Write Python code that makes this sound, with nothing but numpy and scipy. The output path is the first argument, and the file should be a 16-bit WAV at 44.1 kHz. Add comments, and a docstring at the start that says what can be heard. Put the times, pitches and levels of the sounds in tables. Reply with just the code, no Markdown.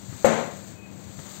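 """In a tiled kitchen, bristles swish over the floor above an appliance hum and hiss, with soft thuds.
At 0.25 s comes one hard, hollow knock, probably the broom head striking a cabinet: the panel rings
and the room answers with a long flutter. Near 0.75 s there is a faint squeak and another thud.
The swish dips briefly, then returns with more thuds and scuffs. All along, the right microphone
is muffled, so nearly everything is heard on the left."""
import sys
import numpy as np
from scipy import signal
from scipy.fft import rfft, irfft
from scipy.io import wavfile
from scipy.ndimage import uniform_filter1d

SR = 44100
rng = np.random.default_rng(int(sys.argv[2]) if len(sys.argv) > 2 else 0)


def to_wav(sig):
    """Store sig (one row per channel, or 1-D mono) as 16-bit WAV at the path in sys.argv[1].

    Samples outside -1..1 are clipped; the rate is SR.
    """
    pcm = np.clip(np.atleast_2d(sig), -1, 1) * 32767
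    pcm = np.round(pcm).astype(np.int16)
    wavfile.write(sys.argv[1], SR, pcm.T)  # frames by channels


N = 61739  # samples: 1.4 s
KNOCK_S, CONTACT_S = .2455, 0.00042  # when the blow lands, and how fast it reaches full strength


# The panel's own notes; a fade time (t60) is how long a sound takes to drop by 60 dB.
# (pitch [Hz], relative level [dB], fade time [s])
PANEL_NOTES = [(115.6, -15, 0.13), (474, -30, 0.16), (514.6, 0, 0.14), (550.4, -0.5, 0.14),
               (719.6, -5, 0.13), (814, -12, 0.071), (993, -25, 0.3), (1197, -15.5, 0.15),
               (2189, -19.5, 0.27), (7550, -27, 0.23)]

def panel_ring():
    """The struck cabinet panel shakes at several pitches at once, which sounds hollow."""
    age = clock() - KNOCK_S
    notes = sum(undb(db) * np.sin(2 * np.pi * hz * age) * strike(KNOCK_S, CONTACT_S, t60)
                for hz, db, t60 in PANEL_NOTES)
    return undb(-7) * notes


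# Tone of the blow and its first echoes: (frequency [Hz], relative level [dB])
CRACK_TONE = [(40, -26), (150, -7), (350, -4.5), (700, 12), (850, 4.5), (1200, -1), (2100, -9), (2700, -21),
              (3500, -26.5), (5000, -23), (15000, -41)]

def crack():
    """The hard contact gives a sharp burst of noise."""
    return undb(-10.5) * noise(CRACK_TONE) * strike(KNOCK_S, CONTACT_S, t60=0.083)


# Tone of the rattle: (frequency [Hz], relative level [dB])
RATTLE_TONE = [(2000, -58), (4200, 1), (5200, -23), (6500, 7), (7200, -3), (7550, 12.5), (8000, -1),
               (12000, -9), (15500, -13)]

def rattle():
    """A bright rattle follows just behind the blow."""
    return undb(-22) * noise(RATTLE_TONE) * strike(KNOCK_S + .002, rise=.005, t60=0.14)


ROOM_RISE_S, TAIL_HOLD_S, HOLD_DROP_DB_PER_S = 0.0085, 0.16, 58
# Tone of the room's echo: (frequency [Hz], relative level [dB])
ROOM_TONE = [(50, -42), (110, -4.5), (160, -10), (225, 6), (290, -3), (450, -0.5), (560, 3), (780, -0.5),
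             (950, -4), (1300, -5.5), (2100, -9), (2900, -16.5), (4200, -19), (5200, -30), (6400, -17),
             (7600, -16), (8400, -27.5), (12000, -46), (15500, -51)]
# How the room dies away after the hold: (frequency [Hz], fade time [s])
ROOM_FADES = [(150, 0.77), (500, 0.53), (1500, 0.58), (7000, 0.55)]

def room_echo():
    """Echoes off the tiles blur into noise, and each range of pitch fades at its own speed."""
    spectrum, echo = rfft(noise(ROOM_TONE)), 0
    for centre, t60 in ROOM_FADES:
        band = read_curve([(hz, hz == centre) for hz, _ in ROOM_FADES], frequencies())
        echo = echo + irfft(spectrum * band, N) * room_fade(t60)
    return undb(-17) * echo


def room_fade(t60):
    """The knock's tail builds up, is held up briefly as the recorder's gain recovers, then dies faster."""
    age = np.maximum(clock() - KNOCK_S, 0)
    build_up = np.minimum(age / ROOM_RISE_S, 1)
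    hold = undb(-HOLD_DROP_DB_PER_S * np.minimum(age, TAIL_HOLD_S))
    return build_up * hold * die_away(np.maximum(age - TAIL_HOLD_S, 0), t60)


# Notes that ring between the walls: (pitch [Hz], level [dB])
ROOM_NOTES = [(160, -27.5), (354, -29.5), (432, -27), (466, -26), (517, -25), (546, -26), (567, -23.5),
              (656, -33), (694, -25), (728, -31.5), (767, -25.5), (875, -31.5), (1058, -32)]

def standing_waves():
    """Sound bouncing between the walls rings at certain pitches and fades with the room."""
    age, waves = clock() - KNOCK_S, 0
    for hz, db in ROOM_NOTES:
        note = np.sin(2 * np.pi * (hz * age + rng.random()))
        waves = waves + undb(db) * note * room_fade(read_curve(ROOM_FADES, hz))
    return waves


def room_boom(hz=229, pulses_per_s=10):
    """A low boom in the room pulses as it fades."""
    age = clock() - KNOCK_S
    pulsing = np.sin(np.pi * pulses_per_s * age)
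    return undb(-16.5) * np.sin(2 * np.pi * hz * age) * pulsing * room_fade(t60=0.42)


# Tone of bristles on tiles: (frequency [Hz], relative level [dB])
BRISTLE_TONE = [(300, -4), (900, 0.5), (1700, -0.5), (2700, -6), (3900, 0.5), (4650, 0.5), (4900, -6.5),
                (5900, -4), (6200, 3), (7500, 6.5), (8400, 0), (12000, -11.5), (15500, -9)]
# Loudness of the sweeping: (time [s], level [dB])
SWEEP_LEVELS = [(0, -45.5), (.06, -44.5), (.15, -42.5), (.22, -42), (.3, -40.5), (.45, -45), (.56, -45),
                (0.679, -44.5), (.75, -49), (0.821, -57), (0.881, -54.5), (.95, -49), (1.05, -47.5),
                (1.12, -47), (1.19, -42.5), (1.23, -43.5), (1.27, -41.5), (1.35, -40), (1.4, -42.5)]

def bristles(flicker_db=0.9):
    """Bristles rub over the floor, and their hiss rises and falls with the stroke."""
    stroke_db = np.interp(clock(), *np.array(SWEEP_LEVELS).T)
    level_db = stroke_db + flicker_db * wobble(83)
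    return noise(BRISTLE_TONE) * undb(level_db)


# Light scuffs of the broom: (time [s], level [dB], fade time [s])
SCUFF_HITS = [(0.126, -44.5, .2), (1.189, -36, 0.057), (1.256, -43, 0.22)]
# Tone of a scuff: (frequency [Hz], relative level [dB])
SCUFF_TONE = [(80, -12), (280, 7), (600, 4.5), (1200, 4.5), (2200, -1.5), (5000, -23), (15000, -32)]

def scuffs():
    """The broom catches on the floor, each time with a dull puff of noise."""
    catches = sum(undb(db) * strike(start, rise=0.0012, t60=t60) for start, db, t60 in SCUFF_HITS)
    return noise(SCUFF_TONE) * catches


# Bumps of feet and broom: (time [s], pitch [Hz], level [dB], time to swell or shrink [s])
THUD_HITS = [(.0977, 117, -24, 0.0082), (.1275, 173, -22, 0.0017), (.149, 100, -27, 0.0089),
             (0.748, 94.6, -34.5, 0.044), (1.075, 91, -34.5, 0.0061), (1.101, 101, -30.5, 0.0063),
             (1.186, 120, -28, 0.0082), (1.198, 125, -22.5, 0.0047)]

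def thuds(low_cut_hz=60.3):
    """Each soft contact makes a short bump of bass."""
    bumps = 0
    for peak_s, hz, db, width_s in THUD_HITS:
        age = clock() - peak_s
        bumps = bumps + undb(db) * np.cos(2 * np.pi * hz * age) * np.exp(-abs(age) / width_s)
    low_cut = signal.butter(2, low_cut_hz, "high", fs=SR, output="sos")
    return signal.sosfiltfilt(low_cut, bumps)


SQUEAK_S, SQUEAK_LENGTH_S, SQUEAK_RISE_S = 0.736, 0.13, 0.025
SQUEAK_HZ, SQUEAK_SWELL_DB = 2530, 8

def squeak():
    """A thin squeak slides up to pitch, swells, sags as it breaks off, and lingers in the room."""
    age = clock() - SQUEAK_S
    from_ends = np.maximum(np.minimum(age, SQUEAK_LENGTH_S - age), 0)
    sag = .02 * np.exp(-from_ends / 0.0075)  # 2% lower at both ends
    hz = SQUEAK_HZ * (1 + 0.0022 * wobble(120) - sag)
    fade_in = np.clip(age / SQUEAK_RISE_S, 0, 1)
    swell = undb(SQUEAK_SWELL_DB * np.minimum(age / SQUEAK_LENGTH_S - 1, 0))
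    fade_out = die_away(np.maximum(age - SQUEAK_LENGTH_S, 0), t60=.025)
    loudness = undb(-49.5 + 4.4 * wobble(110)) * fade_in * swell * fade_out
    tone = loudness * np.sin(2 * np.pi * np.cumsum(hz) / SR)
    echo = signal.fftconvolve(tone, echo_pattern(ROOM_RISE_S, t60=0.97))[:N]
    return tone + undb(-2.5) * echo


# Notes of the hum: (pitch [Hz], level [dB])
HUM_NOTES = [(100, -61), (195, -43.5)]

def appliance_hum(waver_db=2.56):
    """An appliance hums on two low notes that waver in loudness and slightly in pitch."""
    hum = 0
    for hz, db in HUM_NOTES:
        loudness = undb(db + waver_db * wobble(8.7))
        hum = hum + loudness * np.sin(2 * np.pi * hz * clock() + 0.53 * wobble(9.7))
    return hum


# Tone of the kitchen's background noise: (frequency [Hz], relative level [dB])
BACKGROUND_TONE = [(25, -45), (50, -27), (90, 1), (140, -1), (200, -3.5), (260, -4.5), (340, -7),
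                   (420, -13), (600, -12), (1200, -22.5), (2200, -25), (3000, -29), (4500, -34),
                   (5200, -50), (6500, -30), (7600, -30.5), (8500, -34), (12000, -41.5), (15500, -41)]

def background_noise(flicker_db=.5):
    """A low rumble and a faint hiss carry on almost steadily."""
    return noise(BACKGROUND_TONE) * undb(-42 + flicker_db * wobble(5.1))


# How much the muffled microphone lets through: (frequency [Hz], gain [dB])
MUFFLING = [(60, -40), (200, -11.5), (400, -23.5), (800, -17.5), (1200, -31), (2100, -27), (3000, -32),
            (5000, -25.5), (7500, -57), (14000, -37)]
# Tone of its own hiss: (frequency [Hz], relative level [dB])
MIC_HISS_TONE = [(100, 23), (1000, 10.5), (4000, 2.5), (5000, -3), (7000, 0.5), (8500, -14), (12000, -10.5),
                 (15000, 5.5)]

def muffled_microphone(sound, delay_s=0.000864, smear_ratio=2.4):
    """The right microphone hears the kitchen late, smeared and dull, and adds its own hiss."""
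    delayed = np.exp(-2j * np.pi * frequencies() * delay_s)
    smeared = rfft(echo_pattern(rise=0.0005, t60=0.027))
    blend = (delayed + smear_ratio * smeared) / np.hypot(1, smear_ratio)
    dulling = undb(read_curve(MUFFLING, frequencies()))
    return irfft(rfft(sound) * blend * dulling, N) + undb(-61.5) * noise(MIC_HISS_TONE)


def undb(db):
    """Turn decibels into a number to multiply by."""
    return 10 ** (np.asarray(db) / 20)


def clock():
    """Time of every sample in seconds."""
    return np.arange(N) / SR


def frequencies():
    """Frequency of every point of the spectrum in Hz."""
    return np.arange(N // 2 + 1) * SR / N


def read_curve(points, hz):
    """Read between (frequency, value) points, giving every octave the same width."""
    point_hz, values = np.array(points, float).T
    return np.interp(np.log(np.maximum(hz, 1)), np.log(point_hz), values)


def noise(tone):
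    """Noise of average strength 1, its lows and highs shaped by a tone table."""
    phases = np.exp(2j * np.pi * rng.random(N // 2 + 1))
    shaped = irfft(phases * undb(read_curve(tone, frequencies())), N)
    return shaped / shaped.std()


def wobble(rate):
    """Smooth random drift of typical size 1, changing about `rate` times a second."""
    width = max(int(SR / rate), 1)
    drift = rng.standard_normal(N)
    for _ in range(2):
        drift = uniform_filter1d(drift, width, mode="wrap")
    return drift / drift.std()


def die_away(age, t60):
    """Loudness that drops by 60 dB every t60 seconds."""
    return np.exp(-np.log(1000) * age / t60)


def strike(start, rise, t60):
    """Loudness of a hit: it climbs, then dies away. All times are in seconds."""
    age = np.maximum(clock() - start, 0)
    return np.minimum(age / rise, 1) * die_away(age, t60)


def echo_pattern(rise, t60):
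    """A dense, fading run of random echoes with a total energy of 1."""
    echoes = rng.standard_normal(N) * strike(0, rise, t60)
    return echoes / np.linalg.norm(echoes)


def scene():
    """The left microphone hears the kitchen openly; the right one hears it muffled."""
    knock = panel_ring() + crack() + rattle()
    room = room_echo() + standing_waves() + room_boom()
    sweeping = bristles() + scuffs() + thuds()
    left = knock + room + sweeping + squeak() + appliance_hum() + background_noise()
    return np.array([left, muffled_microphone(left)])


PEAK_LIMIT, TOP_HZ = 0.88, 15750
DIP_LOW_HZ, DIP_HIGH_HZ, DIP_SLOPE_HZ, DIP_DB = 8430, 11590, 560, -24

def record(dry):
    """The recorder rounds the highest peaks, has a deep dip in the left treble and cuts the top."""
    hz = frequencies()
    rounded = dry / (1 + (dry / PEAK_LIMIT) ** 4) ** .25
    left_db = DIP_DB * np.clip((hz - DIP_LOW_HZ) / DIP_SLOPE_HZ, 0, 1) * (hz < DIP_HIGH_HZ)
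    treble_dip = undb([left_db, np.zeros_like(hz)])
    top_cut = 1 / np.sqrt(1 + (hz / TOP_HZ) ** 600)
    return irfft(rfft(rounded) * treble_dip * top_cut, N)


dry = scene()
out = record(dry)
to_wav(out)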